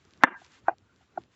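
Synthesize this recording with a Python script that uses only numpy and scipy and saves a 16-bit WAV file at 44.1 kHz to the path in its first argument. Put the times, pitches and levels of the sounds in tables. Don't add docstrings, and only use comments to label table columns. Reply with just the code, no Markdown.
import sys
import numpy as np
from scipy import signal
from scipy.io import wavfile
from scipy.ndimage import uniform_filter1d

SR = 44100
rng = np.random.default_rng(int(sys.argv[2]) if len(sys.argv) > 2 else 0)


def dump(signal):
    limited = np.clip(np.atleast_2d(signal).T, -1, 1)
    pcm = np.round(limited * 32767).astype(np.int16)
    wavfile.write(sys.argv[1], SR, pcm)


def undo_db(level):
    steps = np.asarray(level, float) / 20
    return 10 ** steps


N = 59535


def evened(x):
    return x / np.sqrt(np.mean(x ** 2) + 1e-20)


def read_colour(points, hz):
    f, level = np.transpose(points)
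    return np.interp(np.log(hz + 1), np.log(f + 1), level)


def read_level(points):
    t, level = np.transpose(points)
    return np.interp(np.arange(N) / SR, t, level)


def add(mix, s, sound):
    part = mix[round(s * SR):][:len(sound)]
    part += sound[:len(part)]


# [f/Hz, level/dB per Hz]
ROOM_COLOUR = [(30, -28.5), (70, 3.5), (120, -5), (380, -7.5), (600, -18), (1430, -18), (2500, -24.5),
               (7500, -33)]
# [t/s, level/dB]
ROOM_LEVEL = [(0, 2.5), (.2, 3.5), (0.272, -2.5), (.39, -1), (.42, 3), (.66, 3), (.8, -1), (1, 0.5),
              (1.1, -0.5), (1.199, 5.5), (1.35, -4.5)]


def room():
    room_db, patch_db, swell_db = -66, 2.5, .7
    frames, hz = N // 256 + 5, np.fft.rfftfreq(1024, 1 / SR)
    real, imaginary, patches = rng.standard_normal((frames, 513, 3)).T
    patches = uniform_filter1d(patches, size=6, axis=0)
    patches = evened(uniform_filter1d(patches, size=8, axis=1))
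    swell = evened(uniform_filter1d(rng.standard_normal(frames), size=12))
    level = read_colour(ROOM_COLOUR, hz)[:, None] + patch_db * patches + swell_db * swell
    spectra = (real + 1j * imaginary) * undo_db(level)
    tone = signal.istft(spectra, nperseg=1024, noverlap=768)[1][:N]
    return undo_db(room_db + read_level(ROOM_LEVEL)) * evened(tone)


# [t/s, level/dB]
RUB_LEVEL = [(0, -70.5), (.2, -69), (.27, -86.5), (.34, -82.5), (0.378, -64), (0.452, -58), (.49, -65.5),
             (0.549, -55.5), (.59, -62), (.62, -79), (.68, -67), (0.712, -98), (0.849, -80), (1.03, -68.5),
             (1.1, -78), (1.23, -70), (1.27, -84.5), (1.33, -66.5)]
# [f/Hz, level/dB per Hz]
RUB_COLOUR = [(300, -25), (600, -8.5), (1000, 7), (2000, 4.5), (3500, 2), (5000, -4.5), (7500, -3.5)]


def rub():
    grains_per_s, grain_db, smooth_share = 2500, 3, .6
    sizes = undo_db(grain_db * np.minimum(rng.exponential(1, N), 5))
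    grains = sizes * (rng.random(N) < grains_per_s / SR) * rng.choice([-1., 1.], N)
    drive = smooth_share * rng.standard_normal(N) + (1 - smooth_share) * evened(grains)
    hz = np.fft.rfftfreq(N, 1 / SR)
    colour = undo_db(read_colour(RUB_COLOUR, hz)) * (hz > 400)
    friction = np.fft.irfft(np.fft.rfft(drive) * colour, N)
    return undo_db(read_level(RUB_LEVEL)) * evened(friction)


# [t/s, peak level/dB, centre f/Hz]
TICKS = [(0.0517, -47.5, 5500), (.1088, -46.5, 4500), (0.1365, -40, 3500), (0.1759, -47.5, 5000),
         (.1947, -70, 3500), (0.403, -49, 4500), (.4475, -39, 4500), (0.4642, -44, 5000), (.520, -44, 5000),
         (0.7841, -44.5, 4500), (0.9617, -50.5, 4500), (1.1845, -47.5, 3600), (1.2185, -48, 2500),
         (1.2373, -44.5, 3000)]


def ticks():
    width_s = .00008
    out, t = np.zeros(N), np.arange(-40, 41) / SR
    for s, db, hz in TICKS:
        swell = np.exp(-.5 * (t / width_s) ** 2)
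        add(out, s + t[0], undo_db(db) * swell * np.cos(2 * np.pi * hz * t))
    return out


def blow(modes):
    rise_s = 0.00027
    t, out = np.arange(6000) / SR, np.zeros(6000)
    for hz, db, t60, full in modes:
        swell = (t / full) ** (np.log(1000) * full / t60)
        decay = undo_db(db - 60 * (t - full) / t60)
        out += decay * swell * np.sin(2 * np.pi * hz * t)
    return np.minimum(t / rise_s, 1) ** 2 * out


def clump(s, spread, db, low_hz, high_hz):
    band = signal.butter(8, [low_hz, high_hz], "band", fs=SR, output="sos")
    swell = np.exp(-.5 * ((np.arange(N) / SR - s) / spread) ** 2)
    return undo_db(db) * swell * signal.sosfilt(band, rng.standard_normal(N))


def jolt(modes, blows, shelf, echoes):
    t, out = np.arange(6000) / SR, np.zeros(N)
    for s, db in blows:
        add(out, s, undo_db(db) * blow(modes))
    hum = sum(undo_db(db - 60 * t / t60) * np.sin(2 * np.pi * hz * t) for hz, db, t60 in shelf)
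    taps = sum(clump(*row) for row in echoes)
    return out + signal.oaconvolve(taps, hum / np.linalg.norm(hum))[:N]


# [f/Hz, level/dB, time to fall 60 dB/s, time
# to full swing/s]
HARD_MODES = [(251.3, -17, 0.02, .004), (382, -26.5, 0.018, 0.0012), (532, -24.5, 0.061, 0.0012),
              (2743, -36.5, 0.06, 0.001043), (3550, -30.5, 0.021, 0.0013), (5720, -45, .018, 0.0014),
              (6000, -46.5, 0.013, .001),
              (900, -10, .014, .002), (1280, -13, .012, .001), (1560, -15, .014, .002),
             (1755, -8, .009, .0027), (2056, -15, .012, .002)]
# [f/Hz, level/dB, time to fall 60 dB/s, time to full
# swing/s]
CRACK = [(180, -18, .012, .002), (1080, -1, .006, .0015), (1380, 1, .0045, .0007),
         (3000, -13.5, .003, .0005), (4310, -32, 0.0013, 0.0018), (6493, -31, 0.0052, 0.00027)]
# [t/s, level/dB]
HARD_BLOWS = [
    (.2359, 1),
    (.2422, -9),
]
# [f/Hz, level/dB, time to fall 60 dB/s]
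HARD_SHELF = [(250, -8.5, .03), (355, -2, .035), (722.4, -3, 0.0067), (996, -1.5, 0.022), (1200, -1, 0.016),
              (1400, 1, 0.013), (1606, 1, 0.047), (1780, -3, .025), (1990, -8.5, .02), (2312, -18.5, .02),
              (2718, -13, 0.07), (3540, -22, .05), (5900, -28.5, .02)]
# [centre t/s, spread/s, level/dB, low f/Hz, high f/Hz]
HARD_ECHOES = [
    (.213, 0.0055, -49.5, 496, 2180),
    (0.228, 0.0059, -42, 200, 6400),
    (.252, .005, -34.5, 200, 3500),
    (.277, .009, -32.5, 200, 2400),
    (.278, 0.013, -38, 2600, 3570),
    (0.316, 0.014, -43.5, 190, 2900),
    (0.341, 0.013, -44.5, 620, 2450),
    (.36, 0.022, -46.5, 1450, 1805),
    (.376, .012, -52.5, 580, 1300),
]


def hard_jolt():
    out = jolt(HARD_MODES, HARD_BLOWS, HARD_SHELF, HARD_ECHOES)
    add(out, HARD_BLOWS[0][0], blow(CRACK))
    return out


# [f/Hz, level/dB, time to fall 60 dB/s, time to full swing/s]
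FIRM_MODES = [(345, -23.5, 0.032, 0.0021), (751.5, -1.5, 0.0056, 0.0042), (823, -26.5, 0.06, 0.0036),
              (1054, -10.5, 0.0045, 0.0019), (1528, -12.5, 0.0072, 0.0031), (1900, -26.5, 0.01, .002),
              (2426, -35, 0.025, .002)]
# [t/s, level/dB]
FIRM_BLOWS = [
    (.6812, -7.5),
    (.6900, -16),
]
# [f/Hz, level/dB, time to fall 60 dB/s]
FIRM_SHELF = [(350, -11.5, 0.027), (720, -8, 0.017), (813, 4.5, 0.014), (1150, -3, 0.0065),
              (1500, -20.5, 0.03), (1900, -17, .015), (2450, -18.5, 0.018)]
# [centre t/s, spread/s, level/dB, low f/Hz, high f/Hz]
FIRM_ECHOES = [
    (.662, 0.0052, -47.5, 900, 1800),
    (.675, 0.0048, -37, 981.4, 2600),
    (0.705, 0.0066, -42, 300, 2700),
    (0.713, .01, -39.5, 638, 918),
    (.722, 0.0067, -49, 300, 2400),
    (0.735, 0.0034, -56.5, 400, 1400),
]


def firm_jolt():
    return jolt(FIRM_MODES, FIRM_BLOWS, FIRM_SHELF, FIRM_ECHOES)


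# [f/Hz, level/dB, time to fall 60 dB/s, time to full swing/s]
SOFT_MODES = [(200, -23.5, 0.026, 0.0065), (348.4, -15, 0.015, 0.01), (738.6, 3, 0.0046, 0.0053),
              (1097, -26.5, .015, 0.0094), (1434, -12.5, 0.01, 0.0034), (1910, -36.5, 0.025, 0.0023)]
# [t/s, level/dB]
SOFT_BLOWS = [
    (1.1729, -23.5),
              (.414, -49),
]
# [f/Hz, level/dB, time to fall 60 dB/s]
SOFT_SHELF = [(136, 1, 0.037), (220, -2, 0.026), (360, -4, 0.038), (755, -1, 0.01), (1400, -7, .02)]
# [centre t/s, spread/s, level/dB, low f/Hz, high f/Hz]
SOFT_ECHOES = [
    (0.053, 0.0033, -52.5, 200, 1500),
    (.9, 0.032, -57.5, 1363, 1566),
    (1.018, 0.0075, -52, 495, 1500),
    (1.164, 0.0068, -52, 200, 1944),
    (1.194, 0.015, -53.5, 108, 1053),
    (1.5, 0.014, -55.5, 84, 400),
]


def soft_jolt():
    return jolt(SOFT_MODES, SOFT_BLOWS, SOFT_SHELF, SOFT_ECHOES)


def scene():
    knocks = hard_jolt() + firm_jolt() + soft_jolt()
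    thin = signal.butter(3, 170, "high", fs=SR, output="sos")
    knocks = signal.sosfilt(thin, knocks)
    return (room() + rub() + ticks() + knocks)[None]


def top_cut(x):
    return signal.sosfilt(signal.butter(12, 20000, fs=SR, output="sos"), x)


def record(dry):
    edge_hz, low_hz, hiss_db = 7750, 70, -100
    dull = signal.firwin(301, edge_hz, window=("kaiser", 9), fs=SR)
    x = signal.oaconvolve(dry, dull[None], "same")
    x = signal.sosfilt(signal.butter(3, low_hz, "high", fs=SR, output="sos"), x)
    x = x + undo_db(hiss_db) * rng.standard_normal(x.shape)
    return top_cut(x)


dry = scene()
out = record(dry)
dump(out)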